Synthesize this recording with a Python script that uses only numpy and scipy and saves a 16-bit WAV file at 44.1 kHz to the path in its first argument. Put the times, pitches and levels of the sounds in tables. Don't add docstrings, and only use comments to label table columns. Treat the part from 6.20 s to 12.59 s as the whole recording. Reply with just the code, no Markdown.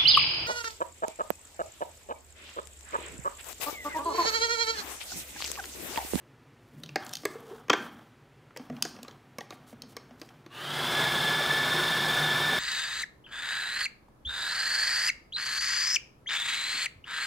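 import sys
import numpy as np
from scipy import signal
from scipy.fft import rfft, irfft
from scipy.io import wavfile

SR = 44100
rng = np.random.default_rng(int(sys.argv[2]) if len(sys.argv) > 2 else 0)


def elevation(decibels):
    levels = np.asarray(decibels, float)
    return 10 ** (levels / 20)


def pcm_store(signal):
    levels = np.round(np.clip(np.atleast_2d(signal), -1, 1) * 32767)
    wavfile.write(sys.argv[1], SR, levels.astype(np.int16).T)


N = 281799

# (frequency [Hz], relative density [dB per Hz])
AIR_SPECTRUM = [(20, -24), (40, -19), (60, -1.5), (80, -14), (105, 3), (200, -9.5), (400, -5), (600, -12),
                (1600, -15), (2500, -19), (4000, -26.5), (8000, -34.5), (15800, -42)]
# (frequency [Hz], width [Hz], gain [dB])
AIR_MODES = [(142.6, 20.6, 9.5), (250, 48, 8.5)]
# (frequency [Hz], time to fall 60 dB [s])
ROOM_T60 = [(100, 1), (400, 0.42), (1500, 0.54), (4000, 0.3), (10000, 0.42)]
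# (start [s], hold [s], shuffling level [dB], dull handling level [dB])
GRIPS = [(0.505, 0.21, -71, -56), (0.761, 0.15, -53, -60), (1.06, 0.34, -56, -60), (1.51, 0.15, -50.5, -50),
         (1.7, 0.14, -62.5, -61), (2.375, 0.1, -58, -57.5), (2.51, 0.2, -59, -56), (2.72, 0.21, -61, -59.5),
         (3.0, 0.22, -71, -70), (3.298, 0.28, -65, -63), (3.624, 0.58, -65.5, -63)]
# (frequency [Hz], relative density [dB per Hz])
HANDLING_SPECTRUM = [(70, -30), (120, -21), (160, -1.5), (240, 11.5), (330, -1), (800, -29)]
# (frequency [Hz], relative density [dB per Hz])
SHUFFLE_SPECTRUM = [(300, -17), (600, 3.5), (1300, 5.5), (2500, -13.5), (3200, -6), (4500, -16.5),
                    (8000, -24)]
# (frequency [Hz], width [Hz], gain [dB])
SHUFFLE_RINGS = [(450, 58, -13), (770, 91, 5.5), (1280, 74, 0), (3200, 590, 1), (5730, 290, 3)]
# (start [s], hold [s], level [dB])
HUMS = [(0.537, 0.18, -50), (0.886, .06, -51), (2.49, 0.15, -51)]
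# (start [s], length [s], level [dB])
SLIDES = [(.4, 0.16, -76), (0.795, 0.35, -59.5), (1.07, 0.15, -65), (1.219, 0.13, -64), (1.334, 0.081, -66),
          (1.553, 0.065, -65), (1.611, 0.062, -59), (2.38, 0.069, -75), (2.655, 0.067, -61),
          (3.194, 0.069, -68), (3.295, 0.065, -64), (3.465, 0.075, -62), (3.679, 0.059, -63),
          (3.974, 0.14, -67)]
# (frequency [Hz], relative density [dB per Hz])
RUB_SPECTRUM = [(1500, -21), (3500, -4), (5300, -6), (7000, -6.5), (11000, -8), (15800, -11.5)]
# (time [s], ring [Hz], peak [dB])
LUMPS = [(1.152, 450, -32), (1.309, 393, -34), (1.328, 450, -38.5), (4.805, 1030, -27), (4.86, 869, -28.5),
         (5.205, 572, -27)]
# (frequency [Hz], spread [Hz], level against a blow at that pitch [dB], time to fall 60 dB [s])
CLUSTERS = [(1380, 80, -35, .8), (2410, 90, -29.5, 0.39), (3200, 150, -34.5, 0.58), (4370, 350, -34.5, .5),
            (5500, 350, -36.5, .55)]
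# (time [s], click level [dB], click pitch [Hz], knock level [dB], knock pitch [Hz])
KNOCKS = [(0.6017, -52, 9000, -56, 254), (0.6357, -28.5, 4140, -50, 604), (0.6612, -39, 3900, -64, 500),
          (.6921, -35.5, 2600, -47, 410), (.7587, -22, 4700, -21.5, 774), (0.8349, -42, 3200, -52, 690),
          (.8494, -40, 11000, -54, 690), (0.8655, -34.5, 7000, -58, 350), (0.8934, -34, 7100, -52, 1650),
          (0.9147, -46, 9000, -56, 400), (0.9307, -34, 5000, -60, 800), (0.9356, -22.5, 5500, -60, 800),
          (0.954, -25, 4960, -59, 231), (.9696, -32.5, 6000, -62.5, 400), (1.0337, -45, 5000, -39.5, 304),
          (1.0535, -20, 7600, -21.5, 440), (1.2044, -47, 13000, -43.5, 301), (1.4834, -46, 6000, -41, 484),
          (1.4977, -20.5, 3200, -21, 1400), (1.5002, -8, 3200, -17, 1110), (1.503, -36, 3200, -20.5, 290),
          (1.5316, -17.5, 3300, -20, 1494), (1.535, -19, 3250, -21, 420), (2.3062, -68, 4000, -53, 1410),
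          (2.3635, -44, 7000, -39.5, 926), (2.373, -30.5, 5250, -42, 500), (2.396, -50, 3000, -37.5, 255),
          (2.4997, -46, 5200, -31.5, 250), (2.5267, -52, 3400, -42, 250), (2.5663, -40, 2920, -52, 240),
          (2.6245, -12, 5000, -40, 230), (2.6517, -30, 6500, -34.5, 710), (2.7644, -46, 2800, -53, 600),
          (2.7891, -47, 2630, -41, 227), (2.831, -33.5, 6900, -43, 254), (2.8484, -49.5, 5200, -47, 1110),
          (2.8823, -37, 4150, -45.5, 550), (2.9115, -41.5, 3600, -55, 500), (3.185, -30.5, 5240, -30, 338),
          (3.2079, -30, 3600, -39, 816), (3.3067, -30.5, 4100, -40.5, 1130), (3.325, -54, 4800, -44, 745),
          (3.5282, -52, 2900, -41, 223), (3.6207, -30, 4700, -52, 230), (3.635, -48, 3300, -46, 262),
          (3.7675, -29.5, 5000, -37, 457), (3.909, -51, 2840, -43.5, 245), (3.999, -51, 6500, -62, 240),
          (4.0159, -34.5, 4840, -36.5, 348), (4.09, -43, 3100, -58, 1000), (4.2634, -42, 4170, -43.5, 370)]
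# (frequency [Hz], mean relative level [dB], time to fall 60 dB [s])
BOWL_MODES = [(242, 0, .08), (340, 0, .05), (479, 0, .06), (600, -4, .04), (738, 2, .05), (860, -2, .03),
              (1050, -2, .03), (1195, -2, .025), (1373, -2, .025), (1665, 0, .03), (1900, -4, .02),
              (2186, -4, .02), (2700, -3, .015), (3190, 2, .025), (3700, -3, .01), (4200, -2, .01),
              (4800, -2, .01), (5330, -3, .01), (5800, -3, .008), (6245, 0, .01), (7500, -2, .006),
              (9000, -3, .005), (11000, -5, .003), (13000, -8, .002)]
# (lowest pitch [Hz], highest pitch [Hz])
PARTS_HZ = [(2500, 6000), (220, 700), (700, 2500), (6000, 14500)]
PART_TRIM_DB = [0.5, 4, 7, 0]
CONTACT_MS = [1.29, 2, 2.74, 1.27]
RING_TRIM_DB = [3, -3.5, 1.5]
# (time [s], pitch [Hz])
SPEED = [(4.28, 1330), (4.35, 1389), (4.44, 1533), (4.55, 1623), (4.65, 1653), (4.77, 1700), (5.02, 1712),
         (5.3, 1741), (5.82, 1748), (6.08, 1734), (6.22, 1760), (6.39, 1735)]
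# (multiple of whine pitch [ratio], relative level [dB], spread [Hz])
GEAR_BANDS = [(2.045, 1, 64), (2.1, -3.5, 52), (1.93, -4, 67), (1.82, -8.5, 87)]
# (multiple of whine pitch [ratio], level against gear song [dB], spread [Hz])
FAN_BANDS = [(1.275, -4, 130), (1.618, -11, 100), (2.39, -10.5, 90), (2.599, -12.5, 60.7),
             (2.86, -12, 69.4), (3.07, -10, 130)]
# (frequency [Hz], relative density [dB per Hz])
RUSH_SPECTRUM = [(24, -59), (40, -28), (81, -22.5), (140, -8), (282, -18.5), (344, -9.5), (500, -10.5),
                 (1540, -9), (1700, -6.5), (1930, -16), (2190, -16.5), (2960, -21), (3610, -12.5),
                 (4300, -21), (15800, -37)]
# (frequency [Hz], width [Hz], gain [dB])
HOUSING = [(149.1, 11, 13), (250, 24, 9.5), (354.5, 14, 6), (496, 40, -3.5), (770, 45, 2.5),
           (3200, 320, 3.5), (8180, 230, 6), (8800, 88, 3), (10430, 730, 6), (14600, 3300, 5.5)]

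AIR_DB = -57.5
ROOM_DB, ROOM_GAP_S, WALL_CUT_HZ = -12, 0.0042, 7800
GRIP_ATTACK_S, GRIP_RELEASE_DB_PER_S = 0.039, 154
HUM_HZ, HUM_SPREAD_HZ = 150.6, 12
FILLING_S, FILLING_HOLD_S, HOLLOW_DB = 1.14, 0.22, -51.5
HOLLOW_HZ, HOLLOW_SPREAD_HZ = 450, 39
CLUSTER_DB_PER_OCTAVE = 19.5
CLICK_MIDDLE_HZ, CLICK_DB_PER_OCTAVE = 6000, 19.5
KNOCK_MIDDLE_HZ, KNOCK_DB_PER_OCTAVE = 550, 10
RING_DB, RING_CYCLES, CRACK_DB = -2, 20, 4
SECOND_RING, WALL_HZ = 2.277, 1150
PART_FOOT, CLICK_TOP = 0.37, 1.6
FADE_START_S, FADE_LENGTH_S = 4.295, 0.47
WHINE_DB, LOWER_DB, GEAR_DB, RUSH_DB = -32.5, -44.5, -37, -30
SHELL_HZ, SHELL_DB_PER_HZ, SHELL_DEPTH_DB = 1694, 0.5, 23
LOWER_WHINE, LOWER_DB_PER_HZ = 0.838, 0.03
WHINE_SURGE_DB, SKIRT_DB = 1.1, -8
BLADE_TURN_SHARE, BLADE_DEPTH = 0.016, 0.22


def rms_one(x):
    return x / np.sqrt(np.mean(x ** 2) + 1e-20)


def at_hz(points, hz):
    points_hz, values = np.transpose(points)
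    return np.interp(np.log(np.maximum(hz, 1)), np.log(points_hz), values)


def drift(rate_hz):
    pole = np.exp(-16 * np.pi * rate_hz / SR)
    noise = rng.standard_normal((N + SR) // 8 + 2)
    slow = signal.lfilter([1], [1, -2 * pole, pole * pole], noise)[SR // 8:]
    return rms_one(np.interp(np.arange(N) / 8, np.arange(len(slow)), slow))


def coloured(spectrum, peaks=()):
    hz = np.arange(N // 2 + 1) * SR / N
    gain = elevation(at_hz(spectrum, hz))
    for centre_hz, width_hz, peak_db in peaks:
        gain = gain * elevation(peak_db / (1 + (2 * (hz - centre_hz) / width_hz) ** 2))
    return rms_one(irfft(rfft(rng.standard_normal(N)) * gain, N))


def wavering_tone(hz, spread_hz, steady):
    carrier = np.exp(2j * np.pi * np.cumsum(hz) / SR)
    waver = steady + drift(spread_hz) + 1j * drift(spread_hz)
    return rms_one(np.real(carrier * waver))


def ring(push, hz, t60):
    pole, turn = elevation(-60 / (t60 * SR)), 2 * np.pi * hz / SR
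    out = signal.lfilter([0, np.sin(turn)], [1, -2 * pole * np.cos(turn), pole * pole], push)
    return out / np.max(np.abs(out))


def filtered(x, order, hz, kind):
    return signal.sosfilt(signal.butter(order, hz, kind, fs=SR, output="sos"), x)


def held(start, length):
    t = np.arange(N) / SR - start
    return np.clip(t / GRIP_ATTACK_S, 0, 1) * elevation(-GRIP_RELEASE_DB_PER_S * np.clip(t - length, 0, 1))


def kitchen_air():
    return elevation(AIR_DB) * coloured(AIR_SPECTRUM, AIR_MODES)


def kitchen_echoes(x):
    t, tail = np.arange(int(0.8 * SR)) / SR, 0
    edges = 60 * 2 ** np.arange(0, 8.1, 0.5)
    for low, high in zip(edges, edges[1:]):
        band = filtered(rng.standard_normal(len(t)), 2, [low, high], "band")
        tail = tail + band * elevation(-60 * t / at_hz(ROOM_T60, np.sqrt(low * high)))
    tail = tail * np.clip(t / ROOM_GAP_S, 0, 1) ** 2
    tail = tail / np.sqrt(np.sum(tail ** 2))
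    dulled = filtered(x, 2, WALL_CUT_HZ, "low")
    return elevation(ROOM_DB) * signal.fftconvolve(dulled, tail)[:N]


def hum_swells():
    gain = sum(elevation(db) * held(start, length) for start, length, db in HUMS)
    return gain * wavering_tone(np.full(N, HUM_HZ), HUM_SPREAD_HZ, steady=0)


def grips():
    shapes = np.array([held(start, length) for start, length, *_ in GRIPS])
    shuffle_gain, dull_gain = elevation(np.array(GRIPS)[:, 2:].T) @ shapes
    rumble = dull_gain * elevation(2 * drift(25)) * coloured(HANDLING_SPECTRUM)
    shuffle = shuffle_gain * elevation(3.24 * drift(49)) * coloured(SHUFFLE_SPECTRUM, SHUFFLE_RINGS)
    return rumble + shuffle


def filling():
    hollow = wavering_tone(np.full(N, HOLLOW_HZ), HOLLOW_SPREAD_HZ, steady=0)
    return elevation(HOLLOW_DB) * held(FILLING_S, FILLING_HOLD_S) * hollow


def finger_slides():
    t, strokes = np.arange(N) / SR, 0
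    for start, length, db in SLIDES:
        arch = np.sin(np.pi * np.clip((t - start) / length, 0, 1))
        strokes = strokes + elevation(db) * np.sqrt(arch + 1e-9)
    return strokes * elevation(3 * drift(150)) * coloured(RUB_SPECTRUM)


def lumps():
    out, t = np.zeros(N), np.arange(SR // 10) / SR
    for s, hz, db in LUMPS:
        soft = np.cos(2 * np.pi * hz * t) * np.sin(np.pi * np.clip(t / 0.0074, 0, 1))
        at = round(s * SR)
        out[at:at + len(t)] += elevation(db) * ring(soft, hz, t60=0.053)
    return out


def lingering():
    s, click_db, click_hz, knock_db, knock_hz = np.transpose(KNOCKS)
    out = 0
    for hz, spread_hz, db, t60 in CLUSTERS:
        power = 0
        for blow_db, blow_hz in ((click_db, click_hz), (knock_db, knock_hz)):
            loss_db = CLUSTER_DB_PER_OCTAVE * np.abs(np.log2(blow_hz / hz))
            power = power + elevation(2 * (blow_db + db - loss_db))
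        fed = np.full(N, 1e-18)
        fed[(s * SR).astype(int)] = power
        energy = signal.lfilter([1], [1, -elevation(-120 / (t60 * SR))], fed)
        out = out + np.sqrt(energy) * wavering_tone(np.full(N, hz), spread_hz, steady=0)
    return out


def knocks():
    out, t = np.zeros(N + SR), np.arange(SR // 7) / SR
    for s, click_db, click_hz, knock_db, knock_hz in KNOCKS:
        bright_db = CLICK_DB_PER_OCTAVE * np.log2(click_hz / CLICK_MIDDLE_HZ)
        hard_db = KNOCK_DB_PER_OCTAVE * np.log2(knock_hz / KNOCK_MIDDLE_HZ)
        levels_db = (click_db - max(bright_db, 0), knock_db - max(hard_db, 0),
                     knock_db + min(hard_db, 0), click_db + min(bright_db, 0))
        rings_hz = (knock_hz, max(SECOND_RING * knock_hz, WALL_HZ), click_hz)
        chatter = rng.standard_normal(len(t))
        strengths = elevation(rng.normal(0, 3, len(BOWL_MODES)))
        at = round((s - 0.001) * SR)
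        for (low, high), db, trim_db, ms in zip(PARTS_HZ, levels_db, PART_TRIM_DB, CONTACT_MS):
            age = 1000 * t / ms
            push = chatter * age ** 0.6 * np.exp(-age) + 1e-18
            part = sum(strength * elevation(mode_db) * ring(push, hz, t60)
                       for strength, (hz, mode_db, t60) in zip(strengths, BOWL_MODES) if low <= hz < high)
            crack = filtered(push, 3, [low, high], "band")
            part = part / np.max(np.abs(part)) + elevation(CRACK_DB) * crack / np.max(np.abs(crack))
            for hz, ring_db in zip(rings_hz, RING_TRIM_DB):
                if low <= hz < high:
                    height = elevation(RING_DB + ring_db) * np.max(np.abs(part))
                    part = part + height * ring(push, hz, RING_CYCLES / hz)
            part = filtered(part, 1, [PART_FOOT * low, min(CLICK_TOP * click_hz, 18000)], "band")
            out[at:at + len(t)] += elevation(db + trim_db) * part / np.max(np.abs(part))
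    return filtered(out[:N], 2, 200, "high")


def main_whine(whine_hz, below_hz):
    shell_loss_db = np.minimum(SHELL_DB_PER_HZ * below_hz, SHELL_DEPTH_DB)
    level_db = WHINE_DB - shell_loss_db + WHINE_SURGE_DB * drift(3.1)
    blade_hz = BLADE_TURN_SHARE * whine_hz * (1 + 0.035 * drift(9))
    flutter = 1 + BLADE_DEPTH * np.sin(2 * np.pi * np.cumsum(blade_hz) / SR)
    tone = flutter * wavering_tone(whine_hz * (1 + 0.0012 * drift(12)), 35, steady=4)
    skirt = elevation(SKIRT_DB) * wavering_tone(0.985 * whine_hz, 42, steady=0)
    return elevation(level_db) * (tone + skirt)


def lower_whine(whine_hz, below_hz):
    return elevation(LOWER_DB + LOWER_DB_PER_HZ * below_hz) * wavering_tone(LOWER_WHINE * whine_hz, 20, steady=1.8)


def gear_song(whine_hz):
    return elevation(GEAR_DB) * sum(elevation(db) * wavering_tone(ratio * whine_hz, spread_hz, steady=0)
                              for ratio, db, spread_hz in GEAR_BANDS + FAN_BANDS)


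def rush():
    flicker_db = 0.9 * drift(40) + 0.4 * drift(4)
    return elevation(RUSH_DB + flicker_db) * coloured(RUSH_SPECTRUM, HOUSING)


def motor():
    t = np.arange(N) / SR
    whine_hz = np.interp(t, *np.transpose(SPEED))
    below_hz = np.maximum(SHELL_HZ - whine_hz, 0)
    running = main_whine(whine_hz, below_hz) + lower_whine(whine_hz, below_hz) + gear_song(whine_hz) + rush()
    return np.clip((t - FADE_START_S) / FADE_LENGTH_S, 0, 1) * running


def scene():
    blows = knocks()
    background = kitchen_air() + kitchen_echoes(blows) + hum_swells()
    hands = grips() + filling() + finger_slides()
    mono = background + hands + lumps() + lingering() + blows + motor()
    return np.array([mono, mono])


def band_limit(x):
    return signal.sosfilt(signal.butter(12, 16660, fs=SR, output="sos"), x)


def record(dry):
    top_cut = signal.ellip(8, 0.2, 30, 15700, fs=SR, output="sos")
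    mix = signal.sosfilt(top_cut, dry)
    return band_limit(mix)


dry = scene()
out = record(dry)
pcm_store(out)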